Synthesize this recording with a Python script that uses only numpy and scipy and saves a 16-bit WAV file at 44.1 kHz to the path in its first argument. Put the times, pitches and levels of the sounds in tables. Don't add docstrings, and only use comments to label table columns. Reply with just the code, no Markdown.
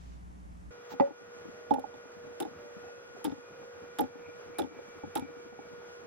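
import sys
import numpy as np
from scipy import signal
from scipy.fft import rfft, irfft, next_fast_len
from scipy.io import wavfile
from scipy.ndimage import uniform_filter1d

SR = 44100
rng = np.random.default_rng(int(sys.argv[2]) if len(sys.argv) > 2 else 0)


def file_out(sig):
    cols = np.atleast_2d(sig).T
    lim = np.clip(cols, -1, 1)
    pcm = np.round(lim * 32767).astype(np.int16)
    wavfile.write(sys.argv[1], SR, pcm)


N = 267246
T = np.arange(N) / SR

# start_s, pitch_hz, level_db
WHISTLE_TRACK = [(2.65, 2600, -85), (2.94, 2560, -65.5), (3.05, 2523, -80), (3.65, 2410, -67.5),
                 (4.15, 2338, -69), (4.26, 2376, -54), (4.35, 2360, -63), (4.46, 2370, -69),
                 (4.57, 2340, -56.5), (4.69, 2333, -68.5), (4.79, 2328, -58.5), (4.86, 2320, -68),
                 (4.93, 2310, -62.5), (5.1, 2323, -71), (5.22, 2330, -58.5), (5.37, 2310, -67.5),
                 (5.7, 2290, -68.5), (5.85, 2290, -83)]


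def undb(db):
    return 10 ** (np.asarray(db) / 20)


def add(out, start_s, sound):
    i = max(int(start_s * SR), 0)
    n = min(sound.shape[-1], N - i)
    out[..., i:i + n] += sound[..., :n]


def walk(rate_hz):
    hold = int(SR / rate_hz)
    steps = np.repeat(rng.standard_normal(N // hold + 1), hold)
    smooth = uniform_filter1d(uniform_filter1d(steps, hold), hold)[:N]
    return smooth / smooth.std()


def colour(x, hz, db):
    size = next_fast_len(N + 4096)
    f = np.maximum(np.fft.rfftfreq(size, 1 / SR), 1)
    response = undb(np.interp(np.log(f), np.log(hz), db))
    return irfft(rfft(x, size) * response, size)[..., :N]


def ports(z, pan_db, phase_rad):
    left = undb(np.minimum(pan_db, 0)) * z.real
    right = undb(np.minimum(-pan_db, 0)) * (z * np.exp(1j * phase_rad)).real
    return np.array([left, right])


def ring(modes, hz, rise_s, length=1, glide=0, scatter=0.019):
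    glide_s = 0.0059
    t = T[:SR // 4]
    ratio, db, t60 = np.transpose(modes)[:, :, None]
    f = hz * ratio * (1 + scatter * rng.standard_normal(ratio.shape))
    age = t / length
    clock = np.cumsum(1 + glide * np.tanh(age / glide_s - 1)) / SR
    decay = undb(db - 60 * age / t60)
    z = np.sum(decay * np.exp(2j * np.pi * f * clock), axis=0)
    z = z * (1 - np.exp(-(age / rise_s) ** 2))
    return z / abs(z).max()


def bottle(low_cut_hz=60, neck_lead_s=0.0018):
    # pitch_ratio, level_db, t60_s
    belly_modes = [(.33, -21, 0.095), (.64, -17.5, 0.059), (1, 5.5, 0.054), (1.24, -3, 0.039),
                   (1.42, -21.5, 0.014), (2.0, -10.5, 0.034)]
    neck_modes = [(.44, -18, .04), (.565, -9, .06), (.67, -20, 0.076), (.89, -9.5, 0.089), (1, 12.5, 0.023),
                  (1.045, -19.5, 0.034), (1.42, -16.5, 0.028)]
    # left_minus_right_db, right_phase_rad
    belly_ports = (6.5, 2.37)
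    # start_s, left_minus_right_db
    neck_pan = [(1.1, -9), (1.7, -17), (2.4, -17.5)]
    # start_s, belly_hz, belly_db, neck_hz, neck_db, relative_length
    gulps = [(0.918, 268, -42.5, 880, -35, 1.2), (0.936, 265, -33.5, 844, -38.5, 1.3),
             (0.999, 282, -21, 846, -11, 0.85), (1.004, 276, -10.5, 854, -18.5, 0.82),
             (1.014, 236, -27.5, 837, -36, 0.99), (1.02, 249, -34, 846, -18.5, 0.75),
             (1.028, 249, -34, 820, -28.5, 0.75), (1.073, 259, -41, 860, -36, 1.4),
             (1.091, 300, -46, 850, -52, 0.79), (1.106, 298, -31, 830, -34.5, 1),
             (1.454, 324, -37, 890, -56, 0.81), (1.475, 260, -44, 870, -64, 1),
             (1.582, 267, -50, 870, -55, 0.91), (1.709, 274.8, -15, 839, -12, 1.18),
             (1.714, 258, -28, 845, -15.5, 0.92), (1.722, 263, -20, 833, -24, 1.3),
             (1.741, 273, -32, 824, -21.5, 1.3), (1.76, 266.6, -44, 844, -23.5, 0.94),
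             (1.772, 263, -30, 820, -35, 1.4), (1.784, 269, -26.5, 812, -22, 0.95),
             (1.841, 292, -35, 834, -23, 1), (1.939, 274, -45, 840, -41.5, 1.2),
             (2.238, 268, -44, 880, -66, 1), (2.271, 270, -39.5, 816, -53, 0.82),
             (2.404, 339, -23.5, 797, -32, 1.1), (2.412, 347, -29, 797, -27, 1),
             (2.423, 318, -24.5, 834, -36, 0.85), (2.43, 315, -38, 830, -29.5, .7),
             (2.451, 296, -30, 797, -31, 1.14), (2.467, 290, -44, 830, -43, .8),
             (2.472, 280, -36, 860, -50, 0.94), (2.481, 293, -35, 860, -52, 0.67),
             (2.882, 335, -48, 784, -42, 1), (3.147, 270, -42, 850, -58, 0.73),
             (3.246, 319, -22.5, 862, -26, 1.35), (3.259, 310, -35, 850, -41, 0.56),
             (3.268, 278, -21, 840, -39, 1), (3.278, 275, -20, 830, -32, .8),
             (3.297, 277, -33, 840, -40, 0.81), (3.304, 282, -53, 850, -40, 0.57),
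             (3.321, 286, -26, 830, -40, 1.2), (3.379, 262, -39, 810, -51, 1),
             (3.988, 299, -27, 810, -26, .9), (3.995, 320, -23, 831, -16.5, 1.16),
             (4.007, 286, -25, 814, -21, 1.13), (4.018, 271, -21.5, 845, -36, 1.26),
             (4.038, 266, -24.5, 830, -35, 1.22), (4.071, 292, -49, 840, -56, 0.57),
             (4.155, 287, -36, 870, -50, 0.8), (4.175, 247, -47, 870, -55, 0.75),
             (4.283, 305, -39.5, 860, -58, 1.1), (4.495, 278, -42, 880, -63, 1.05),
             (4.587, 350, -22, 796, -25, 0.8), (4.594, 351, -25, 825, -20.5, 1.05),
             (4.599, 351, -26, 837, -36, 1.16), (4.61, 296, -24, 790, -32, 1.25),
             (4.628, 267, -28.5, 873, -35, 1), (4.644, 280, -27, 836, -35.5, .8),
             (4.672, 286, -36, 810, -47, 0.94), (4.716, 300, -41, 860, -60, 1.1),
             (4.74, 249, -45, 860, -63, 1.06), (4.766, 276.5, -40, 850, -58, 0.72),
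             (4.79, 335, -44, 870, -47, 0.85), (4.962, 288, -43, 838, -65, 1.2),
             (5.036, 298, -29, 850, -34, 1.12), (5.157, 334, -23, 830, -24.5, 1.1),
             (5.162, 326, -38, 845, -20.5, 0.74), (5.171, 300, -27, 875, -28, 1.1),
             (5.182, 267, -25, 888, -27.5, 0.97), (5.19, 260, -37, 860, -45, 1.1),
             (5.198, 259, -38, 850, -35, 0.84), (5.222, 277, -27.5, 794, -38.5, 1.1),
             (5.244, 282, -36, 800, -61, 1.2), (5.295, 300, -38, 854, -58, 1),
             (5.366, 277, -38.5, 880, -66, 0.94), (5.59, 284, -37, 786, -36, 0.99),
             (5.716, 255, -45, 860, -71, 1.3)]
    belly, neck = np.zeros((2, N), complex)
    for start_s, belly_hz, belly_db, neck_hz, neck_db, length in list(gulps) + burbles():
        belly_ring = ring(belly_modes, belly_hz, rise_s=0.0029, length=length, glide=0.0064, scatter=0.014)
        neck_ring = ring(neck_modes, neck_hz, rise_s=0.0045, length=length, glide=0.033, scatter=0.017)
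        add(belly, start_s, undb(belly_db) * belly_ring)
        add(neck, start_s - neck_lead_s, undb(neck_db) * neck_ring)
    neck_pan_db = np.interp(T, *np.transpose(neck_pan))
    sound = ports(belly, *belly_ports) + ports(neck, neck_pan_db, phase_rad=-1.61)
    return signal.sosfilt(signal.butter(2, low_cut_hz, "high", fs=SR, output="sos"), sound)


def burbles(db=-50, spread_db=5.5, neck_db=-54, start_s=1.2, belly_hz=270, neck_hz=830, count=90):
    when = rng.uniform(start_s, N / SR, count)
    chance = rng.standard_normal((count, 3))
    return [(s, belly_hz * np.exp(0.3 * size), db + spread_db * a,
             neck_hz * np.exp(0.2 * size), neck_db + spread_db * b, 1)
            for s, (a, size, b) in zip(when, chance)]


def film(grain_db=4, tail_db=-24, tail_s=0.014):
    # start_s, spit_db, fizz_db, decay_s
    tears = [(.998, -46.5, -62, 0.01), (1.706, -40.5, -61, 0.0069), (1.7385, -39, -45.5, 0.0037),
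             (1.793, -45, -47, 0.0031), (2.4013, -35, -38.5, 0.0065), (2.412, -40, -61, .002),
             (2.423, -41, -44.5, 0.0041), (2.451, -51, -68, .004), (3.2429, -40, -37, 0.0074),
             (3.25, -35, -58, 0.01), (3.257, -39, -45, 0.0027), (3.2665, -50, -54, 0.0031),
             (3.279, -55, -60, 0.0048), (3.2957, -46.5, -70, .004), (3.317, -50, -70, 0.0059),
             (3.986, -37, -35.5, 0.0034), (3.9895, -34.5, -49, 0.0087), (4.0068, -46, -37, 0.0025),
             (4.016, -43, -65, 0.0036), (4.038, -48.5, -74, 0.0053), (4.585, -37.5, -37.5, 0.0073),
             (4.593, -34.5, -50, 0.004), (4.598, -40, -45.5, 0.0034), (4.607, -45, -61, .003),
             (4.617, -45.5, -55, 0.006), (4.639, -50, -74, .003), (4.888, -66, -61, 0.0021),
             (4.985, -55, -62, 0.0029), (5.154, -41, -37.5, 0.005), (5.1554, -36, -45, 0.01),
             (5.169, -34, -56, 0.0043), (5.177, -38, -37.5, 0.0013), (5.183, -54, -51, .002),
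             (5.195, -40, -40, 0.0027), (5.223, -53, -75, 0.0052)]
    # frequency_hz, level_db
    spit_colour = [(600, -11), (1300, 5), (2000, -5.5), (2900, -5), (3600, 0.5), (4400, -12.5),
                   (5200, -5.5), (7000, -21.5), (12000, -65)]
    fizz_colour = [(3000, -5.5), (6000, -11.5), (7600, 1), (8700, -4.5), (9800, 3.5), (11000, 3.5),
                   (12000, -1), (12600, -1), (13800, -6), (15500, -5), (17000, -19)]
    t = T[:SR // 6]
    power = np.zeros((2, N))
    for start_s, spit_db, fizz_db, decay_s in tears:
        decay = np.exp(-t / decay_s) + undb(tail_db) * np.exp(-t / tail_s)
        shape = decay * (1 - np.exp(-t / 0.00026))
        add(power, start_s, (undb([[spit_db], [fizz_db]]) * shape) ** 2)
    out = 0
    for part_power, spectrum, pan_db in zip(power, (spit_colour, fizz_colour), (-5, 4.5)):
        grains = undb(grain_db * np.repeat(rng.standard_normal(N // 24 + 1), 24)[:N])
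        clicks = (rng.standard_normal((2, N)) + 0.76 * rng.standard_normal(N)) * grains
        scale = 1 / colour(clicks, *np.transpose(spectrum)).std()
        crackle = scale * colour(clicks * np.sqrt(part_power), *np.transpose(spectrum))
        out = out + crackle * undb([[min(pan_db, 0)], [min(-pan_db, 0)]])
    return out


def pops():
    # start_s, pitch_hz, level_db, left_minus_right_db
    bursts = [(1.7437, 2620, -47, 0), (1.941, 3560, -51, 5), (2.429, 3520, -36.5, -5),
              (4.007, 12130, -24, 3), (4.5902, 3800, -27.5, -12), (4.62, 3430, -34, -6),
              (5.173, 4000, -37, -14)]
    # pitch_ratio, level_db, t60_s
    pop_modes = [(.73, -7, 0.0017), (.89, -4, 0.0092), (1, 6, 0.014), (1.124, -7, .007), (1.25, -7, 0.0042)]
    out = np.zeros((2, N))
    for start_s, hz, db, pan_db in bursts:
        tick = undb(db) * ring(pop_modes, hz, rise_s=0.00032)
        add(out, start_s, ports(tick, pan_db, phase_rad=-1.37))
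    return out


def seep(centre_s=0.92, width_s=0.021, db=-48.0):
    hz = [300, 900, 2800, 3700, 4400, 7000, 10000, 16000]
    hiss = colour(rng.standard_normal((2, N)), hz, [-15, 9.0, -3.0, -1.5, -3.0, -7.0, -34.0, -5])
    return undb(db) * hiss / hiss.std() * np.exp(-((T - centre_s) / width_s) ** 2)


def wall():
    # start_s, level_db
    flexes = [(0.998, -24.5), (1.007, -27), (1.016, -42)]
    # pitch_ratio, level_db, t60_s
    wall_modes = [(.62, 9, 0.016), (.9, -7.5, 0.03), (1, -2.5, 0.061), (1.23, -3.5, 0.028), (1.38, -5, .02),
                  (1.88, -19, 0.019), (2.39, -15, 0.027)]
    z = np.zeros(N, complex)
    for start_s, db in flexes:
        add(z, start_s, undb(db) * ring(wall_modes, hz=1940, rise_s=0.00049))
    return ports(z, pan_db=-6.5, phase_rad=-1.24)


def thumps():
    # start_s, level_db
    knocks = [(3.303, -46), (4.26, -51.5), (4.609, -46), (5.032, -43), (5.203, -44)]
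    z = np.zeros(N, complex)
    for start_s, db in knocks:
        add(z, start_s, undb(db) * ring([(1, -0.78, 0.29), (1.6, -1.7, 0.22)], hz=92, rise_s=0.0039))
    return ports(z, pan_db=-10.5, phase_rad=0.41)


def plops():
    # start_s, pitch_hz, level_db
    landings = [(.934, 599, -39), (1.452, 560, -42.5), (1.797, 547, -34), (1.845, 563, -39),
                (1.893, 531, -41.5), (2.48, 514, -43), (2.896, 540, -39), (3.592, 540, -45),
                (4.288, 603, -41), (4.393, 534, -46), (4.789, 487, -33), (5.035, 512, -40),
                (5.21, 528, -57), (5.286, 489, -40)]
    # pitch_ratio, level_db, t60_s
    plop_modes = [(.65, -8.5, .03), (1, 2, .04), (1.3, -6, .025)]
    # left_minus_right_db, right_phase_rad
    plop_ports = (-2, -2)
    z = np.zeros(N, complex)
    for start_s, hz, db in landings:
        add(z, start_s, undb(db) * ring(plop_modes, hz, rise_s=0.0013, glide=0.14))
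    return ports(z, *plop_ports)


def hollow(hz=558.558, t60=0.19, rise_s=0.0085):
    # start_s, level_db
    glugs = [(1.001, -16.5), (1.71, -31), (3.996, -37), (4.592, -35)]
    z = np.zeros(N, complex)
    for start_s, db in glugs:
        add(z, start_s, undb(db) * ring([(1, 0, t60)], hz, rise_s=rise_s, scatter=0))
    wobble = 1 + 0.22 * (walk(110) + 1j * walk(110))
    return ports(z * wobble, pan_db=-1.3, phase_rad=-2.44)


def workshop(x, wet_db=-15, t60=0.18):
    t = T[:SR // 3]
    echo = rng.standard_normal((2, len(t))) * undb(-60 * t / t60) * (t > 0.004)
    echo = echo / np.sqrt(np.sum(echo ** 2, axis=1, keepdims=True))
    echo = signal.lfilter(*signal.butter(1, 3000, fs=SR), echo)
    return x + undb(wet_db) * signal.fftconvolve(x, echo, axes=1)[:, :N]


def sinking_tone(track, flutter_db, width_hz, rough):
    start_s, hz, db = np.transpose(track)
    waver = 1 + rough * (walk(width_hz) + 1j * walk(width_hz))
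    waver = waver / np.sqrt(1 + 2 * rough ** 2)
    gain = undb(np.interp(T, start_s, db, left=-120, right=-120) + flutter_db * walk(14))
    turn = 2 * np.pi * np.cumsum(np.interp(T, start_s, hz)) / SR
    return gain * (waver * np.exp(1j * turn)).real


def low_tone():
    # start_s, pitch_hz, level_db
    track = [(1.3, 615, -73), (1.58, 611, -56.5), (1.9, 605, -55), (2.2, 603, -70), (2.5, 598, -56.5),
             (2.75, 578.5, -61), (3.0, 545, -56.5), (3.1, 535, -63), (3.3, 533, -60.5), (3.7, 530, -53.5),
             (3.87, 515, -64)]
    return sinking_tone(track, flutter_db=2.5, width_hz=22, rough=0.3)


def whistle(hiss_db=-6):
    core = sinking_tone(WHISTLE_TRACK, flutter_db=2.0, width_hz=40, rough=0.76)
    hiss = sinking_tone(WHISTLE_TRACK, flutter_db=2.5, width_hz=600, rough=5.5)
    return (core + undb(hiss_db) * hiss) / np.sqrt(1 + undb(hiss_db) ** 2)


def whine(pitch_hz=480.5, waver=0.00061, flutter_db=1.5, flutter_db_per_harmonic=0.13):
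    # harmonic, left_db, right_db, right_phase_rad
    harmonics = [(1, -52, -49.5, -1.25), (2, -66, -66, -2.5), (3, -59.5, -63.5, -1.5), (4, -69.5, -73, -2),
                 (5, -76, -74.5, -0.2), (6, -86.5, -90.5, -2.7), (7, -81, -81, -1.1), (8, -89.5, -87, -1)]
    turn = 2 * np.pi * np.cumsum(pitch_hz * (1 + waver * walk(6))) / SR
    out = np.zeros((2, N))
    for k, left_db, right_db, phase_rad in harmonics:
        angle = round(k) * turn + rng.uniform(0, 2 * np.pi)
        gain = np.sqrt(2) * undb((flutter_db + flutter_db_per_harmonic * k) * walk(9.8))
        out += gain * np.array([undb(left_db) * np.cos(angle), undb(right_db) * np.cos(angle + phase_rad)])
    return out


def mains(flutter_db=0.5):
    # pitch_hz, level_db
    partials = [(59.8, -49), (179.4, -59), (299.5, -67.5), (419.5, -77)]
    z = np.zeros(N, complex)
    for hz, db in partials:
        gain = np.sqrt(2) * undb(db + flutter_db * walk(6))
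        z += gain * np.exp(2j * np.pi * (hz * T + rng.random()))
    return ports(z, pan_db=-2, phase_rad=1.12)


def background(table, db, flicker_db):
    hz, mid_db, side_db = np.transpose(table)
    mid, side = (colour(rng.standard_normal(N), hz, spectrum_db) * undb(flicker_db * walk(18))
                 for spectrum_db in (mid_db, side_db))
    return undb(db) * np.sqrt(SR / 2) * np.array([mid + side, mid - side])


def rumble():
    # frequency_hz, mid_db_per_hz, side_db_per_hz
    spectrum = [(25.4, -80, -89.5), (57.6, -73, -71.5), (113, -79.5, -79), (196, -80, -79),
                (397, -97, -90.5), (725, -100, -88), (2030, -106, -102), (4040, -114, -118),
                (6400, -112, -113), (10700, -118, -119), (18200, -146, -146)]
    return background(spectrum, db=-0.5, flicker_db=0.04)


def air():
    # frequency_hz, mid_db_per_hz, side_db_per_hz
    spectrum = [(30, -104, -106), (61.5, -104, -102), (92, -87, -96.5), (101, -91.5, -99.5),
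                (300, -90.5, -94), (403, -84.5, -88), (573, -88, -92), (1000, -95.5, -96.5),
                (1316, -90.5, -90.5), (1925, -99, -97), (2840, -106, -99), (3900, -113, -106),
                (6250, -116, -100), (7170, -140, -108), (11600, -127, -116)]
    return background(spectrum, db=2.5, flicker_db=1.22)


def churn(x, below_hz=380):
    lows = signal.sosfiltfilt(signal.butter(3, below_hz, fs=SR, output="sos"), x)
    swell = undb(3 * walk(32) - 1.5)
    return x + lows * (swell - 1)


def rustle(db=-68, end_s=0.18, fade_s=0.03):
    hiss = colour(rng.standard_normal((2, N)), [800, 2500, 7000, 10000, 15000], [1, 4, 0, -24, -20])
    return undb(db) * hiss / hiss.std() * (1 - np.tanh((T - end_s) / fade_s)) / 2


def scene(whine_start_s=0.708):
    pour = workshop(bottle() + plops() + thumps() + hollow() + wall() + film() + pops() + seep())
    tones = low_tone() + whistle()
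    late = np.clip((T - whine_start_s) / 0.0036 + 0.5, 0, 1)
    early_bed = mains() + rumble() + rustle()
    late_bed = whine() + churn(air())
    return pour + tones + (1 - late) * early_bed + late * late_bed


def gain_control(x, threshold_db=-39, slope=0.09, lag_s=0.08, release_s=0.029):
    keep = np.exp(-1 / (release_s * SR))
    power = signal.lfilter([1 - keep], [1, -keep], np.mean(x ** 2, axis=0))
    late_power = np.interp(T - lag_s, T, uniform_filter1d(power, size=1024))
    return x * (1 + late_power / undb(threshold_db) ** 2) ** -slope


def record(dry, top_hz=16100):
    return signal.sosfilt(signal.ellip(8, 0.2, 70, top_hz, fs=SR, output="sos"), gain_control(dry))


dry = scene()
out = record(dry)
file_out(out)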